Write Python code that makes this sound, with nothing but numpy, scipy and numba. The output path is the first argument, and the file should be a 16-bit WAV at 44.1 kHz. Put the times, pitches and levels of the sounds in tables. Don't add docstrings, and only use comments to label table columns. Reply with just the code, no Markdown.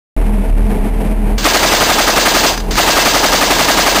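import sys
import numpy as np
from scipy import signal
from scipy.fft import rfft, irfft
from scipy.io import wavfile
from scipy.ndimage import uniform_filter1d
from numba import njit

SR = 44100
rng = np.random.default_rng(int(sys.argv[2]) if len(sys.argv) > 2 else 0)


def transcribe(u):
    v = np.clip(np.atleast_2d(u).T, -1, 1)
    q = np.round(v * 32767).astype(np.int16)
    wavfile.write(sys.argv[1], SR, q)


N = 176400
T = np.arange(N) / SR

SHOT_TIMES_S = [1.4513, 1.541, 1.6281, 1.7164, 1.8056, 1.8917, 1.9813, 2.0729, 2.1631, 2.2544, 2.3468,
                2.4349, 2.7771, 2.8728, 2.9639, 3.054, 3.1408, 3.2304, 3.3232, 3.4122, 3.5016, 3.5913,
                3.6821, 3.771, 3.861, 3.9537]


def undb(db):
    return 10 ** (np.asarray(db) / 20)


def unit(x):
    return x / np.sqrt(np.mean(x ** 2))


def colour(x, curve):
    hz, db = np.array(curve).T
    f = np.fft.rfftfreq(len(x), 1 / SR) + 1e-3
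    rolloff = np.sqrt((1 + (f / hz[-1] / 1.2) ** 12) * (1 + (.7 * hz[0] / f) ** 6))
    gain = undb(np.interp(np.log(f), np.log(hz), db)) / rolloff
    return irfft(rfft(x) * unit(gain), len(x))


def drift(rate_hz):
    span = int(SR / rate_hz)
    steps = np.repeat(rng.standard_normal(N // span + 1), span)
    return unit(uniform_filter1d(uniform_filter1d(steps, span), span)[:N])


def convolve(x, response):
    return signal.fftconvolve(x, response)[:N]


def ringing(modes, t60_s):
    tones = sum(undb(db) * np.sin(2 * np.pi * (hz * T + rng.random())) for hz, db in modes)
    return tones * undb(-60 * T / t60_s)


def envelope(attack_s, hold_s, release_s):
    return np.minimum(T / attack_s, 1) * np.exp(-np.maximum(T - hold_s, 0) / release_s)


def reflections(attack_s, hold_s, release_s):
    shape = envelope(attack_s, hold_s, release_s)
    x = rng.standard_normal(N) * shape
    for _ in range(6):
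        spectrum = rfft(x)
        x = irfft(spectrum / (np.abs(spectrum) + 1e-12), N)
        x = x * shape / np.sqrt(np.abs(uniform_filter1d(x ** 2, SR // 200)) + 1e-12)
    return x


def wandering_phase(hz, spread, rate_hz):
    return 2 * np.pi * np.cumsum(hz * (1 + spread * drift(rate_hz))) / SR


def vehicle():
    # time in seconds, then boom, whine and track gain in dB.
    before_firing = [(.18, -6.5, -24.5, -31), (.42, -13.5, -20.5, -32.5), (.5, -10, -31.5, -34.5),
                     (.62, -10, -18.5, -30), (.86, -12, -18.5, -29), (.95, -13.5, -26.5, -34.5),
                     (1.08, -10, -17.5, -29.5), (1.15, -13, -25, -34.5), (1.3, -9.5, -17.5, -30)]
    from_first_burst = [(1.37, -12, -23, -32), (2.65, -12.5, -26, -32), (4, -13, -25, -32)]
    # multiple, relative level in dB.
    harmonics = [(1, -6), (2, -22), (3, -31.5)]
    # centre in Hz, width in Hz, relative level in dB.
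    hull_modes = [(212, 22, -1), (281, 44, 2.5), (434.5, 40, 3), (650, 31, -2)]
    # frequency in Hz, relative density in dB.
    rumble_curve = [(25, -17), (50, 7.5), (90, 3), (160, 4.5), (260, 2), (380, -8), (560, -8.5),
                    (850, -3.5), (1200, -16.5), (2400, -16), (3300, -26.5), (5400, -46)]
    times_s, *levels_db = np.vstack([before_firing, from_first_burst]).T
    boom_gain, whine_gain, track_gain = (undb(np.interp(T, times_s, db)) for db in levels_db)
    engine_phase = wandering_phase(hz=38.57, spread=.055, rate_hz=25.12)
    boom = sum(undb(db) * np.sin(order * engine_phase) for order, db in harmonics)
    boom = unit(boom * undb(1.6 * drift(40.07)))
    whine = np.sin(wandering_phase(hz=205, spread=.0273, rate_hz=29.92))
    whine = unit(whine * undb(3 * drift(46)))
    jolts = undb(1.9 * drift(60.73) + .5 * np.sin(engine_phase))
    hull = np.zeros(N)
    for hz, width_hz, db in hull_modes:
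        resonator = signal.iirpeak(hz, hz / width_hz, SR)
        hull += undb(db) * unit(signal.lfilter(*resonator, jolts * rng.standard_normal(N)))
    rumble = unit(colour(jolts * rng.standard_normal(N), rumble_curve))
    tracks = undb(9.5) * rumble + undb(1.5) * hull
    return boom_gain * boom + whine_gain * whine + track_gain * tracks


def clatter():
    # offset from the shot in seconds, level in dB, decay in seconds.
    cycle = [(-.009, 0, 0.034), (.002, 0.5, 0.02), (0.027, 5.5, 0.031), (0.046, 0.5, 0.034)]
    # start in seconds, level in dB, decay in seconds.
    clanks = [(1.378, -14, 0.1), (1.426, -12.5, 0.018), (2.536, 1, 0.0051), (2.575, 6.5, 0.0027),
              (2.599, -6.5, 0.0047), (2.706, -13.5, 0.12), (2.752, -6.5, 0.02)]
    # frequency in Hz, relative density in dB.
    steel_curve = [(200, 1.5), (600, -0.5), (1100, 2), (2000, 1), (3000, -0.5), (4200, 2.5), (5400, 0.5),
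                   (7000, -12)]
    # frequency in Hz, relative level in dB.
    steel_modes = [(1626, -11), (2638, -8.5), (3792, -9), (4274, -28), (4937, -6)]
    scatter_s, scatter_db, attack_s, tail_db, tail_s = .0013, 1, .0047, -36, .086
    strikes = [(shot_s + offset_s + rng.normal(0, scatter_s), db + rng.normal(0, scatter_db), decay_s)
               for shot_s in SHOT_TIMES_S for offset_s, db, decay_s in cycle]
    power, age_s = np.zeros(2 * N), T[:SR // 2]
    for start_s, db, decay_s in strikes + clanks:
        start = int(start_s * SR)
        rise = np.minimum(age_s / attack_s, 1)
        fade = np.exp(-age_s / decay_s) + undb(tail_db) * np.exp(-age_s / tail_s)
        power[start:start + len(age_s)] += (undb(db) * rise * fade) ** 2
    contacts = np.sqrt(power[:N]) * rng.standard_normal(N) * undb(.5 * drift(500))
    ring = convolve(contacts, ringing(steel_modes, t60_s=.085))
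    return colour(contacts, steel_curve) + undb(-8) * unit(ring) * np.std(contacts)


def shots():
    # frequency in Hz, relative density in dB.
    blast_curve = [(60, -7.5), (114, -19), (246, -4.5), (400, -10), (631, 0.5), (1000, -3), (1300, -5.5),
                   (1700, -9), (2600, -14), (5400, -15)]
    gas_curve = [(200, -3), (700, 1.5), (1400, -1.5), (2200, -1), (3200, -7), (5400, -11)]
    thud_curve = [(60, 3.5), (150, -3), (280, 3), (450, 6.5), (950, 8), (1400, -13), (3000, -2.5)]
    echo_curve = [(150, -17), (300, 5.5), (600, 1), (1050, 1), (1500, -14), (3000, -34)]
    # frequency in Hz, relative level in dB.
    cabin_modes = [(301, 11.5), (433, -15), (546, -24), (592, -29), (682, 6), (724, -19), (813, -2),
                   (945, -31), (985, 10.5), (1092, -11), (1131, -13), (1240, 14)]
    scatter_db, thud_delay_s, echo_decay_s = .8, .052, .11
    starts = (np.array(SHOT_TIMES_S) * SR).astype(int)
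    pulses = np.zeros(N)
    pulses[starts] = undb(-scatter_db * rng.standard_normal(len(starts)))
    blast_packet = reflections(attack_s=.00594, hold_s=.027, release_s=.0068)
    blast = colour(convolve(pulses, blast_packet), blast_curve)
    gas_level = convolve(pulses, envelope(attack_s=.0033, hold_s=.02, release_s=.0036))
    gas = colour(gas_level * rng.standard_normal(N), gas_curve)
    recoil = reflections(attack_s=.011, hold_s=.012, release_s=.035)
    delayed_recoil = np.interp(T - thud_delay_s, T, recoil, left=0)
    thud = colour(convolve(pulses, delayed_recoil), thud_curve)
    cabin = convolve(pulses, ringing(cabin_modes, t60_s=.16)) / np.sqrt(len(cabin_modes))
    echo_power = np.abs(convolve(pulses, np.exp(-2 * T / echo_decay_s)))
    echo = colour(np.sqrt(echo_power) * rng.standard_normal(N), echo_curve)
    return undb(5.5) * blast + undb(4.5) * gas + undb(-.5) * thud + undb(-3) * cabin + undb(-9) * echo


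@njit
def follow(x, attack_s, release_s):
    levels, level = np.empty(len(x)), 0.
    for i in range(len(x)):
        gap = abs(x[i]) - level
        level += gap / (SR * (attack_s if gap > 0 else release_s))
        levels[i] = level
    return levels


def scene():
    return (shots() + clatter() + vehicle())[None]


def record(dry):
    threshold, ratio, ceiling = .048, 1.683, .53
    start_s, sidechain_hz, hold_samples, top_hz = .165, 670, 4, 15500
    sidechain = signal.sosfilt(signal.butter(2, sidechain_hz, "high", fs=SR, output="sos"), dry[0])
    level = follow(sidechain, attack_s=.0047, release_s=.047)
    gain = (threshold / np.maximum(level, threshold)) ** (1 - 1 / ratio)
    compressed = dry[0] * gain * (T > start_s)
    clipped = compressed / (1 + (compressed / ceiling) ** 6) ** (1 / 6)
    held = np.repeat(clipped[::hold_samples], hold_samples)[:N]
    return signal.sosfilt(signal.ellip(12, .2, 90, top_hz, fs=SR, output="sos"), held)[None]


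dry = scene()
out = record(dry)
transcribe(out)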